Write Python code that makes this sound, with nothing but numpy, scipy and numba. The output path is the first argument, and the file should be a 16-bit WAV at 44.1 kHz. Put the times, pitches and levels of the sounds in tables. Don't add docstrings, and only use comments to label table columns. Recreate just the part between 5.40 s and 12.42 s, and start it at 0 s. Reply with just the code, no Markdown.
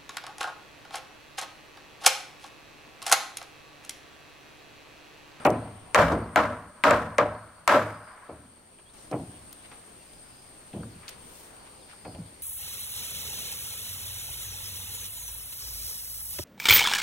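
import sys
import numpy as np
from scipy import signal
from scipy.fft import rfft, irfft, next_fast_len
from scipy.io import wavfile
from scipy.ndimage import uniform_filter1d, map_coordinates
from numba import njit

SR = 44100
rng = np.random.default_rng(int(sys.argv[2]) if len(sys.argv) > 2 else 0)


def dump_mix(stems):
    frames = np.atleast_2d(stems).T
    limited = np.clip(frames, -1, 1)
    pcm = np.round(limited * 32767).astype(np.int16)
    wavfile.write(sys.argv[1], SR, pcm)


def gain_from_db(level_db):
    decades = np.asarray(level_db, float) / 20
    return 10 ** decades


N = 309582
LEAD = 22050
CUT_S = 3.535

# start in seconds, strength in dB, crack in dB, boom in dB, scatter in dB.
BLOWS = [(-.44, 0, 0, -11, -5.5), (.105, -26.5, -31, -7, 18), (0.5463, -3, -0.5, -13.5, -9),
         (0.622, -19.5, -12, -7.5, -22), (.702, -21.5, -24, -8, -8), (0.9595, -6, -5, -21.5, -9.5),
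         (1.4381, -3.5, -3, -19.5, -9.5), (1.509, -13, -3, -20, -15.5), (1.7827, -10.5, -1, -20.5, -12),
         (2.277, 0, -9.5, -33.5, -9.5), (2.343, -12.5, -22, -23, -25)]
# start in seconds, strength in dB, brightness in dB per octave, boom in dB, scatter in dB.
THUDS = [
    (.052, -16, 5, -31, -38),
    (.068, -24, 0.5, -9, -32),
    (2.891, -41.5, 0.5, -5, -13),
    (3.713, -34, -1, -9.5, -11),
    (3.727, -30, 0, -17.5, -45),
    (5.334, -38.5, -6, -13, -1),
    (5.358, -39.5, -7, -2.5, -15),
    (6.65, -41.5, 2, 0.5, -36),
    (6.745, -46.5, -3.5, -19, -4),
]
# start in seconds, peak in dB, centre in Hz, width in octaves, t60 in seconds.
TICKS = [(0.0498, -21, 2600, 1.3, 0.014), (0.0573, -25, 11000, 1.3, .012), (.0655, -27, 8300, 1.1, 0.013),
         (0.1025, -33, 5950, 0.85, 0.014), (0.717, -23.5, 363, 0.98, 0.42), (.72, -44, 4000, 0.87, 0.084),
         (3.386, -45, 2670, 0.29, 0.013), (3.39, -48, 600, 1.3, 0.085), (3.398, -52, 2500, 0.4, 0.03),
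         (3.713, -40, 4970, 0.78, 0.021), (4.128, -37, 9100, 1.9, 0.019), (4.312, -44.5, 1060, 1.2, 0.13),
         (4.334, -61, 1390, 0.41, 0.13), (4.732, -50, 3000, 1.4, .03), (5.33, -50.5, 2290, 0.55, 0.082),
         (5.431, -36.5, 1200, 0.39, 0.037), (5.63, -50, 1420, 0.65, 0.33), (5.68, -35.5, 3520, 0.86, 0.057),
         (5.69, -32.5, 3600, 2.6, 0.033), (5.955, -47, 7000, 1.1, .03), (6.528, -46.5, 1140, 0.36, 0.094),
         (6.648, -46, 2200, 0.81, 0.033), (6.747, -42, 2190, .6, 0.032), (6.773, -28, 174, 0.22, 0.19)]
# middle in seconds, length in seconds, level in dB, centre in Hz, width in octaves.
SCUFFS = [
    (3.608, 0.14, -59.5, 4960, 0.76),
    (3.964, 0.048, -62, 2700, 0.37),
    (4.255, 0.034, -54, 2500, 0.64),
    (5.973, 0.29, -53.5, 6000, 2.1),
    (4.354, 0.08, -60, 1500, 1),
    (5.35, 0.054, -59, 2480, 0.52),
    (5.71, 0.063, -51, 2450, 0.84),
    (6.148, 0.41, -56, 640, 1),
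    (6.27, 0.034, -53.5, 1410, 1.1),
    (6.511, 0.052, -52, 1920, 0.92),
]
# start in seconds, length in seconds, from in Hz, to in Hz, level in dB.
BIRDS = [
    (2.862, .035, 2600, 4500, -66),
    (3.458, .05, 3250, 4700, -60),
    (4.18, .04, 3350, 3340, -67),
    (4.4, .03, 3600, 3590, -67),
    (5.385, .04, 3200, 3190, -64),
    (4.585, .045, 2750, 2760, -64),
    (5.94, .05, 2700, 2750, -64),
    (6.39, .06, 4400, 3100, -63),
    (6.855, .04, 3900, 3200, -63),
]
# frequency in Hz, level in dB per Hz.
AIR_COLOUR = [(25, -1.5), (60, 1.5), (300, 0), (1000, -5), (3000, -12.5), (7000, -28), (15500, -46)]
# frequency in Hz, left-right likeness (1 is the same).
AIR_LIKENESS = [(60, 1), (130, 0.74), (290, 0.52), (640, 0.29), (1410, 0.084), (3100, 0.28), (6820, 0.76),
                (15000, 0.39)]
# frequency in Hz, level in dB per Hz.
TIMBER_COLOUR = [(71, -71), (120, -21.5), (410, -15), (592, 0), (773, -8), (988, -2), (1120, -2.5),
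                 (1290, -1), (1370, -4), (1580, -2), (1750, -6.5), (2530, -14.5), (16000, -44)]
# frequency in Hz, level in dB per Hz.
BEAM_COLOUR = [(71, -29), (120, -2), (280, -7), (404, -7), (671, -3), (1440, -18.5), (1540, -23.5),
               (2530, -23), (3500, -42.5), (4550, -57), (7700, -120)]
# frequency in Hz, width in Hz, height over the broad sound in dB.
FRAME_MODES = [(286, 46, 11.5), (473.5, 14.5, 10.5), (592.6, 15, 6.5), (616, 27, 6.5), (745, 41, 8),
               (842, 10, 7), (998, 78, 4), (1113, 38, 3.5), (1321, 29, 4), (1418, 21, 1.5), (1834, 23, -2),
               (2080, 13, 5.5), (2120, 25, -5), (2304, 35, 4)]
# frequency in Hz, level in dB per Hz.
STEEL_COLOUR = [(300, -18), (1200, 3.5), (2100, 25), (3500, 0.5), (8000, 4), (10500, -11), (13000, -10),
                (16000, -31)]
# frequency in Hz, t60 in seconds.
KNOCK_DECAY = [(100, 1), (500, 0.29), (1500, 0.17), (4000, 0.11), (12000, 0.11)]
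# frequency in Hz, t60 in seconds.
YARD_DECAY = [(100, 1), (300, 1), (600, 0.75), (1300, 0.89), (2200, 0.74), (4000, 0.69), (10000, 0.82)]
# delay in seconds, level in dB, rise in seconds, fade in seconds, centre in Hz.
ECHOES = [
    (.075, -24.5, 0.0057, 0.037, 2100),
    (.17, -34.5, 0.015, 0.084, 1000),
    (.27, -42, 0.058, 0.12, 1270),
    (0.404, -42, 0.015, 0.11, 1300),
    (.5, -45.5, 0.02, 0.17, 1400),
]
# frequency in Hz, left-right likeness (1 is the same).
SCATTER_LIKENESS = [(60, 1), (130, 1), (290, 1), (640, 0.98), (1410, 0.8), (3100, 0.49), (6820, 0.12),
                    (15000, 0.092)]
# frequency in Hz, left minus right in dB.
LEFT_OVER_RIGHT = [(200, 0), (500, .8), (2400, .8), (4400, 2), (8000, 2.5), (15000, 5)]
# frequency in Hz, level in dB per Hz.
LEAF_COLOUR = [(1500, -10.5), (3000, -0.5), (6000, -2.5), (9600, -3.5), (12000, -6), (15500, -9)]
# frequency in Hz, width in Hz, height in dB.
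HUT_MODES = [(59.6, 42, -5), (79.6, 10.4, -2.5), (107.2, 9, 0), (161.6, 13.4, -5.5), (233.5, 68, -6.5)]
# time in seconds, strength in dB.
GUSTS = [
    (0, 12.5),
    (.3, 6.5),
    (1.3, 0),
    (2.2, -1),
    (3.3, 0),
    (4.2, 1.7),
    (5, -0.1),
    (5.8, 2.2),
    (6.5, -0.2),
    (7.02, -0.2),
]
# start in seconds, length in seconds, level in dB.
LOW_PHRASES = [
    (.55, .3, -66),
    (5.15, .5, -74),
    (6.2, .9, -67),
]
# start in seconds, length in seconds, level in dB.
HIGH_PHRASES = [
    (2.42, 0.33, -71.5),
    (4.65, .45, -67.5),
    (5.7, .3, -82),
    (6.35, 0.46, -69),
]


def timber():
    track = new_track()
    for s, db, crack_db, *room in BLOWS:
        tilt_db = 1.52 + 0.3234 * db
        blow = strike(TIMBER_COLOUR, crack_db, tilt_db, *room, stretch=0.63, echo_db=-2)
        add(track, gain_from_db(db - 5.5) * blow, s)
    for s, db, *blow in THUDS:
        add(track, gain_from_db(db) * strike(BEAM_COLOUR, -60, *blow, stretch=0.65, echo_db=-6), s)
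    return track[:, LEAD:LEAD + N]


def strike(body, crack_db, tilt_db, boom_db, yard_db, stretch, echo_db):
    lumps = gain_from_db(1.5 * wobble(160)[:SR] + 0.4 * wobble(35)[:SR])
    noise = lumps * stereo(rng.standard_normal((2, SR)), SCATTER_LIKENESS)
    hz, t, z = signal.stft(noise, SR, nperseg=128)
    tail_power = gain_from_db(2 * yard_db - 120 * t / (stretch * along(YARD_DECAY, hz)[:, None]))
    for delay, db, rise, fade, centre_hz in ECHOES:
        shape = np.exp(-((t - delay) / np.where(t < delay, rise, fade)) ** 2)
        echo_colour = bell(centre_hz, 0.9)(hz)[:, None]
        tail_power = tail_power + gain_from_db(2 * (db + echo_db + echo_colour)) * shape
    knock_gain = gain_from_db(-60 * t / (stretch * along(KNOCK_DECAY, hz)[:, None]))
    knock = signal.istft(z * knock_gain, SR, nperseg=128)[1][:, :SR]
    tail = signal.istft(z * np.sqrt(tail_power), SR, nperseg=128)[1][:, :SR]

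    modes = peaks(FRAME_MODES, 0.53)

    def tone(f):
        low_cut = 20 * np.log10((f * f + 1) / (f * f + 70 ** 2))
        return along(body, f) + tilt_db * np.log2(np.maximum(f, 150) / 800) + low_cut

    wood = coloured(knock, lambda f: tone(f) + 5 * np.log10(1 + modes(f)))
    wood = wood + coloured(tail, lambda f: tone(f) + 10 * np.log10(1 + modes(f)))
    wood = wood / np.sqrt(np.mean(wood[:, :SR // 20] ** 2))
    t = np.arange(SR) / SR
    wood = wood * (1 - 0.74 * np.exp(-(t / 0.002) ** 2))

    crack_noise = gain_from_db(crack_db - 60 * t / 0.0068) * rng.standard_normal(SR)
    crack = coloured(crack_noise, lambda f: along(STEEL_COLOUR, f))

    hollow = peaks(HUT_MODES, 1.5)
    boom = unit(coloured(rng.standard_normal(SR),
                         lambda f: 20 * np.log10(hollow(f) * (f ** 4 + 1) / (f ** 4 + 60 ** 4))))
    swing = 1 - np.exp(-t / 0.08)
    boom = gain_from_db(boom_db + 6.5 - 60 * t / (1.11 * stretch)) * swing * boom
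    return wood + boom + crack * gain_from_db([[2.5], [-2.5]])


def handling():
    track = new_track()
    t = np.arange(SR // 2) / SR
    for s, db, hz, octaves, t60 in TICKS:
        noise = stereo(rng.standard_normal((2, len(t))), SCATTER_LIKENESS)
        burst = unit(coloured(noise, bell(hz, octaves)))
        swell = 1 - np.exp(-t * hz / 2)
        add(track, gain_from_db(db - 60 * t / t60) * swell * burst, s)
    for s, length, db, hz, octaves in SCUFFS:
        clumps = gain_from_db(2 * rng.standard_normal(len(t) // 50).repeat(50))
        grains = rng.standard_normal((2, len(t))) * clumps
        swell = np.exp(-(2 * (t - t.mean()) / length) ** 2)
        add(track, gain_from_db(db) * swell * unit(coloured(grains, bell(hz, octaves))), s - t.mean())
    return track[:, LEAD:LEAD + N]


def birds():
    track = new_track()
    for s, length, from_hz, to_hz, db in BIRDS:
        bend = 4 if to_hz > from_hz > 3000 else 1
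        u = np.linspace(0, 1, round(length * SR))
        pitch_hz = from_hz + (to_hz - from_hz) * u ** bend
        call = np.sin(2 * np.pi * np.cumsum(pitch_hz) / SR) * np.sin(np.pi * u) ** 0.2
        blur_gain = gain_from_db(-36 - 60 * np.arange(SR // 10) / SR / 0.12)
        blur = blur_gain * rng.standard_normal((2, SR // 10))
        blur[:, 0] = 1
        add(track, gain_from_db(db) * signal.fftconvolve(call[None], blur, axes=1), s)
    return track[:, LEAD:LEAD + N]


def insects():
    def song(hz, octaves, alike):
        noise = coloured(rng.standard_normal((2, N)), bell(hz, octaves))
        return unit(stereo(noise, [(hz, alike)]))

    cicada_db = spot(far_db=-58.5, near_db=-54) + 0.37 * curves(GUSTS)[0]
    cicada_flutter_db = 1.14 * wobble(30) + 0.63 * wobble(5.2)
    cicadas = gain_from_db(cicada_db + cicada_flutter_db) * song(8723, 0.055, -0.31)
    low_gain = (gain_from_db(spot(far_db=-68, near_db=-66)) + phrases(LOW_PHRASES)) / 2
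    low_cricket = low_gain * gain_from_db(2.5 * wobble(32)) * song(4480, 0.081, 0.2)
    high_cricket = phrases(HIGH_PHRASES) * gain_from_db(1.8 * wobble(30)) * song(4960, 0.042, 0.3)
    return cicadas + low_cricket + high_cricket


def breeze():
    gust_db = curves(GUSTS)[0]
    air_db = spot(far_db=-58.5, near_db=-54.5) + gust_db
    leaves_db = spot(far_db=-67, near_db=-60.5) + 0.22 * gust_db
    z = signal.stft(rng.standard_normal((2, N)), nperseg=512)[2]
    patches = uniform_filter1d(rng.standard_normal(z.shape[1:]), 6, 0)
    patches = uniform_filter1d(patches, 14, 1)
    pair = signal.istft(z * gain_from_db(1.3 * unit(patches)), nperseg=512)[1][:, :N]
    air = unit(coloured(stereo(pair, AIR_LIKENESS), lambda hz: along(AIR_COLOUR, hz)))
    leaves = unit(coloured(rng.standard_normal((2, N)), lambda hz: along(LEAF_COLOUR, hz)))
    return gain_from_db(air_db) * air + gain_from_db(leaves_db) * leaves


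def scene():
    return timber() + handling() + birds() + insects() + breeze()


def new_track():
    return np.zeros((2, LEAD + N + SR))


def add(track, sound, s):
    start = LEAD + round(s * SR)
    track[:, start:start + sound.shape[1]] += sound


def unit(x):
    return x / np.sqrt(np.mean(x ** 2) + 1e-20)


def along(points, hz):
    f, v = np.transpose(points)
    return np.interp(np.log(hz + 1), np.log(f + 1), v)


def curves(rows):
    s, *cols = np.transpose(rows)
    return [np.interp(np.arange(N) / SR, s, c) for c in cols]


def wobble(rate):
    knots = rng.standard_normal(int(N * rate / SR) + 4)
    return map_coordinates(knots, [np.arange(N) * rate / SR])


def coloured(x, level_db):
    m = 2 * next_fast_len(x.shape[-1] // 2 + 8192)
    gain = gain_from_db(level_db(np.fft.rfftfreq(m, 1 / SR)))
    cepstrum = irfft(np.log(gain + 1e-6), m)
    cepstrum[1:m // 2] *= 2
    cepstrum[m // 2 + 1:] = 0
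    return irfft(rfft(x, m) * np.exp(rfft(cepstrum)), m)[..., :x.shape[-1]]


def stereo(pair, alike):
    likeness = along(alike, np.fft.rfftfreq(pair.shape[1], 1 / SR))
    turn = np.arccos(np.clip(likeness, -1, 1)) / 2
    mid, side = irfft(rfft(pair) * [np.cos(turn), np.sin(turn)], pair.shape[1])
    return np.array([mid + side, mid - side])


def bell(centre_hz, octaves):
    return lambda hz: -4.3 * (np.log2((hz + 1) / centre_hz) / octaves) ** 2


def peaks(modes, luck_db):
    luck = rng.normal(0, luck_db, len(modes))
    return lambda f: sum(gain_from_db(2 * (db + d)) / (1 + (2 * (f - centre) / width) ** 2)
                         for (centre, width, db), d in zip(modes, luck))


def spot(far_db, near_db):
    return np.where(np.arange(N) < CUT_S * SR, far_db, near_db)


def phrases(rows):
    t = np.arange(N) / SR
    edge_s = 0.038
    return sum(gain_from_db(db) * np.clip(np.minimum(t - s, s + length - t) / edge_s + 0.5, 0, 1)
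               for s, length, db in rows)


@njit
def follow(size, rise, fall):
    out, level = np.empty_like(size), 0.
    for i in range(len(size)):
        level += (size[i] - level) * (rise if size[i] > level else fall)
        out[i] = level
    return out


def low_pass(x):
    return signal.sosfilt(signal.butter(12, 16850, fs=SR, output="sos"), x)


def record(dry):
    hz = np.fft.rfftfreq(N, 1 / SR)
    top_cut = 1 / (1 + (hz / 15900) ** 80)
    balance = gain_from_db(along(LEFT_OVER_RIGHT, hz) / 2 * [[1], [-1]])
    ports = irfft(rfft(dry) * top_cut * balance, N)
    level = follow(np.abs(ports).max(0), 1 / (0.0001 * SR), 1 / (0.012 * SR))
    held = ports / (1 + (level / gain_from_db(-6.5)) ** 4) ** 0.31
    held = held / (1 + np.abs(held / 0.8) ** 6) ** (1 / 6)
    return low_pass(held)


dry = scene()
out = record(dry)
dump_mix(out)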